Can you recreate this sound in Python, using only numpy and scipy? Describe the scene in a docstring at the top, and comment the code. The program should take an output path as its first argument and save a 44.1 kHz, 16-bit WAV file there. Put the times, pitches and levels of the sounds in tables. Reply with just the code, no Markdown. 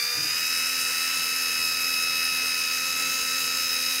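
"""On a boat in calm water, a mono microphone close to an electric fishing reel winding in line.
The reel picks up speed in the first half second, and the hull bumps softly. Then the speed holds:
a 31-tooth gear whines and throbs twice a turn as its load swings, the teeth rattle and rub in the
housing, wet line hisses onto the spool and the motor hums below. Around the middle the hull gives
two fainter low bumps, and the reel runs on to the end."""
import sys
import numpy as np
from scipy import signal
from scipy.fft import rfft, irfft
from scipy.io import wavfile
from scipy.ndimage import uniform_filter1d, map_coordinates

SR = 44100
rng = np.random.default_rng(int(sys.argv[2]) if len(sys.argv) > 2 else 0)


def transcribe(signal):
    """Save signal, clipped to [-1, 1], as a 16-bit WAV file at the path in sys.argv[1]."""
    frames = np.atleast_2d(signal).T
    limited = np.clip(frames, -1, 1)
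    pcm = np.round(limited * 32767).astype(np.int16)
    wavfile.write(sys.argv[1], SR, pcm)


N = 176400

TEETH = 31
PULSE_HZ = 7  # uneven pulsing of the whine and the drone
TONE_POWER, FRICTION_POWER = 4, 2.9  # weak tones and friction grow with these powers of the speed


def gear_whine(turns):
    """Meshing teeth sound five harmonics that swell and bend with the load."""
    # Each row: time in seconds, then the level of mesh harmonics 1 to 5 in dB.
    levels = [(0, -46.5, -35, -40.5, -30, -43), (.28, -46, -41.5, -45, -30.5, -49),
              (.4, -43.5, -33.5, -40, -32, -55), (1.05, -40, -34.5, -39.5, -35, -43),
              (1.55, -41.5, -33, -41, -32, -42), (2.15, -40, -30.5, -38, -33, -43.5),
              (2.6, -42.5, -32, -41.5, -33.5, -43), (3.08, -38, -33.5, -39.5, -37, -40),
              (3.6, -40.5, -36.5, -39, -32, -41), (4, -44, -36.5, -36.5, -32, -41)]
    # Each row, one per harmonic: level swing in dB, phase swing in radians, lag in turns.
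    throb = [(2.5, 0.4, 0.092), (2.5, 0.27, 0.07), (4.5, 0.44, -0.017), (4.5, 0.38, 0.02),
             (4.5, .45, -0.057)]
    whine = 0
    for k, (swing_db, bend_rad, lag) in enumerate(throb, 1):
        bend = bend_rad * np.sin(4 * np.pi * (turns - lag))
        phase = 2 * np.pi * k * TEETH * turns + bend + rng.uniform(0, 2 * np.pi)
        swell = undb(swing_db * load(turns - lag) + .66 * pulsing(PULSE_HZ))
        whine += undb(curve(levels, axis=k)) * swell / swell.mean() * np.sin(phase)
    return np.sqrt(2) * whine


def uneven_teeth(turns, pace):
    """Unevenly cut teeth add weaker, wavering tones that throb with the load."""
    # Each entry: a tone's frequency as a multiple of the shaft rate.
    orders = [35, 43, 44, 49, 50, 58, 60, 61, 67, 69, 74, 97, 108, 113, 114, 117, 118, 120, 121, 143, 150,
              168, 171, 174, 186, 207, 217, 219, 231, 234, 248, 250, 262, 279, 281, 310, 359]
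    # Each entry: that tone's base level in dB at mean speed.
    levels = [-52.5, -50, -52.5, -56, -54, -59, -46, -55.5, -57.5, -51.5, -64, -64, -61, -56, -47, -43.5,
              -58, -45.5, -49, -60, -55, -67, -65, -51, -59, -57, -61, -57, -49, -56, -53, -53, -67, -50,
              -63, -58, -61]
    swell = pace ** TONE_POWER * unit(undb(1.5 * load(turns)))
    tones = 0
    for order, db in zip(orders, levels):
        tones += undb(db + 2.5 * walk(4.76)) * np.sin(2 * np.pi * (order * turns + rng.random()))
    return np.sqrt(2) * swell * tones


def load(turns, spool_per_shaft=1 / 4):
    """Tooth load: two unequal humps a turn, and a beat against the slower spool."""
    angle = 2 * np.pi * turns
    spool_angle = spool_per_shaft * angle
    humps = np.cos(2 * angle) + .22 * np.cos(angle) + .21 * np.sin(4 * angle)
    beat = np.cos(angle - spool_angle) + .5 * np.sin(angle + spool_angle)
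    return humps + .25 * beat + .16 * walk(90)


def gear_rub(turns, rub_lag=.28, ring_lag=.085):
    """Teeth scrape in the housing and set the gear ringing at each hump of the load."""
    # The housing's colour. Each row: frequency in Hz, base level in dB per Hz.
    housing = [(300, -96.5), (700, -84.5), (1150, -82), (1400, -72.5), (1550, -68.5), (1660, -73.5),
               (1820, -68), (2120, -69), (2300, -70.5), (2600, -67), (2880, -69), (3150, -76), (3500, -78),
               (3900, -70), (4250, -76.5), (5500, -73), (6500, -70), (7100, -80), (15000, -91)]
    # The gear's bright ring. Each row: frequency in Hz, base level in dB per Hz.
    resonance = [(3800, -91), (4400, -76.5), (4750, -64.5), (5250, -63.5), (5600, -80.5), (6500, -86)]
    tooth_db = 2 * np.cos(2 * np.pi * TEETH * turns)
    rub = surface(turns, repeat_db=-8) * undb(load(turns - rub_lag) + tooth_db)
    ring = surface(turns, repeat_db=-8) * undb(4 * load(turns - ring_lag))
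    rub = patchy(rub, depth_db=1.62)
    return undb(.32) * colour(unit(rub), housing) + undb(-.5) * colour(unit(ring), resonance)


def surface(turns, repeat_db, size=1056):
    """Friction noise; part of it comes back with every turn of the shaft."""
    marks = map_coordinates(rng.standard_normal(size), [turns % 1 * size], mode="grid-wrap")
    return unit(rng.standard_normal(N) + undb(repeat_db) * marks)


def line_hiss(turns, spurt_hz=9):
    """Wet line runs through the guides onto the spool in uneven spurts."""
    # The line's hiss. Each row: frequency in Hz, base level in dB per Hz.
    spectrum = [(3000, -100.5), (6000, -75.5), (6900, -75), (7700, -74), (8100, -75.5), (9000, -72.5),
                (9330, -75.5), (9650, -72.5), (10200, -72.5), (11000, -71.5), (11400, -77.5), (11700, -71),
                (12700, -79), (13200, -71.5), (13500, -81), (14300, -80), (14900, -76), (15400, -79),
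                (16000, -79)]
    flicker = undb(.94 * pulsing(spurt_hz) + .16 * load(turns))
    hiss = patchy(surface(turns, repeat_db=-13), depth_db=2.5)
    return undb(-.25) * colour(unit(hiss * flicker), spectrum)


def motor(turns, pace, rotor_per_shaft=6.263):
    """The rotor hums cleanly; the drive train adds a low, pulsing drone."""
    # Each row: time in seconds, then the base level of rotor harmonics 1 to 3 in dB.
    hum_levels = [(0, -65, -55, -66), (.15, -62, -49, -55), (.22, -60, -62, -62), (.6, -53.5, -59, -69),
                  (2, -53, -57.5, -61.5), (4, -51.5, -54, -65)]
    # Each row: a drive-train tone as a multiple of the shaft rate, base level in dB.
    drone_tones = [(2, -67.5), (4, -65), (11, -61), (24.8, -59.5), (27, -61.5)]
    hum = drone = 0
    for k in (1, 2, 3):
        gain = undb(curve(hum_levels, axis=k) + walk(12))
        hum += gain * np.sin(2 * np.pi * (k * rotor_per_shaft * turns + rng.random()))
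    for order, db in drone_tones:
        gain = undb(db + 3.5 * pulsing(PULSE_HZ))
        drone += gain * np.sin(2 * np.pi * order * turns + .63 * walk(12))
    return np.sqrt(2) * (hum + pace ** TONE_POWER * drone)


def boat(attack_s=.015):
    """Calm water murmurs against the hull, which bumps softly now and then."""
    # The water's murmur. Each row: frequency in Hz, base level in dB per Hz.
    murmur = [(20, -128), (38, -112), (50, -100), (65, -88), (100, -91.5), (150, -79), (200, -83.5),
              (300, -83.5), (400, -86.5), (490, -78.5), (590, -89.5), (750, -87), (2000, -100)]
    # Each row: a bump's start in seconds, level in dB, decay time in seconds.
    bumps = [(.15, -44, 0.12), (1.57, -49, .05), (2.26, -57, .04)]
    # The hull's colour. Each row: frequency in Hz, relative level in dB.
    hull = [(25, -60), (55, -22), (90, -10), (130, -1), (170, -3), (220, -20), (310, 0), (370, -18),
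            (900, -35)]
    t = np.arange(N) / SR
    water = colour(rng.standard_normal(N), murmur) * undb(2.1 * walk(6.06))
    push = 0
    for start, db, decay in bumps:
        rise = np.clip((t - start) / attack_s, 0, 1)
        fall = np.exp(-np.maximum(t - start - attack_s, 0) / decay)
        push += undb(db) * rise * fall
    return water + push * unit(colour(rng.standard_normal(N), hull))


def undb(db):
    """Decibels to gain."""
    return 10 ** (np.asarray(db) / 20)


def unit(x):
    """Scale to an rms of one."""
    return x / np.sqrt(np.mean(x ** 2))


def curve(table, axis=1):
    """One column of a table, joined by straight lines in time."""
    rows = np.array(table, float)
    return np.interp(np.arange(N) / SR, rows[:, 0], rows[:, axis])


def walk(rate):
    """Smooth random drift of rms one, changing about rate times a second."""
    hold = max(int(SR / rate), 2)
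    steps = np.repeat(rng.standard_normal(N // hold + 1), hold)
    return unit(uniform_filter1d(uniform_filter1d(steps, hold), hold)[:N])


def pulsing(hz):
    """An uneven swell that comes about hz times a second."""
    phase = 2 * np.pi * hz * np.arange(N) / SR + 1.44 * walk(14)
    return unit(np.sin(phase) + .5 * walk(40))


def colour(x, points):
    """Give white sound of rms one a spectrum of (Hz, dB per Hz) points."""
    hz, db = np.array(points, float).T
    bins_hz = np.maximum(np.arange(N // 2 + 1) * SR / N, 1)
    gain = undb(np.interp(np.log(bins_hz), np.log(hz), db))
    return irfft(rfft(x) * gain * np.sqrt(SR / 2), N)


def patchy(x, depth_db, count=24):
    """Let overlapping bands swell and fade, each on its own."""
    place, spectrum = np.linspace(0, count - 1, N // 2 + 1), rfft(x)
    mix = 0
    for k in range(count):
        band = irfft(spectrum * np.maximum(1 - abs(place - k), 0), N)
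        mix += band * undb(depth_db * (walk(1.9) + walk(20)) / np.sqrt(2))
    return mix


def scene():
    """One shaft drives all parts of the reel; the close microphone feeds both channels alike."""
    # The reel speeds up, then holds. Each row: time in seconds, tooth-mesh rate in Hz.
    speed = [(0, 1179), (.12, 1206), (.28, 1228), (.39, 1274), (.53, 1291), (.8, 1296), (1.14, 1303),
             (1.35, 1295), (1.76, 1285), (2.03, 1289), (2.4, 1287), (2.66, 1281), (2.85, 1290),
             (3.08, 1301), (3.4, 1294), (3.78, 1287), (4, 1288)]
    mesh_hz = curve(speed)
    pace = mesh_hz / mesh_hz.mean()
    flutter = 1 + .001 * walk(35)
    turns = np.cumsum(mesh_hz * flutter) / SR / TEETH
    friction = pace ** FRICTION_POWER * (gear_rub(turns) + line_hiss(turns))
    mono = gear_whine(turns) + uneven_teeth(turns, pace) + friction + motor(turns, pace) + boat()
    return np.array([mono, mono])


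def record(dry):
    """The recorder cuts the top steeply."""
    top_hz = 15700
    return signal.sosfilt(signal.ellip(12, .1, 90, top_hz, fs=SR, output="sos"), dry)


dry = scene()
out = record(dry)
transcribe(out)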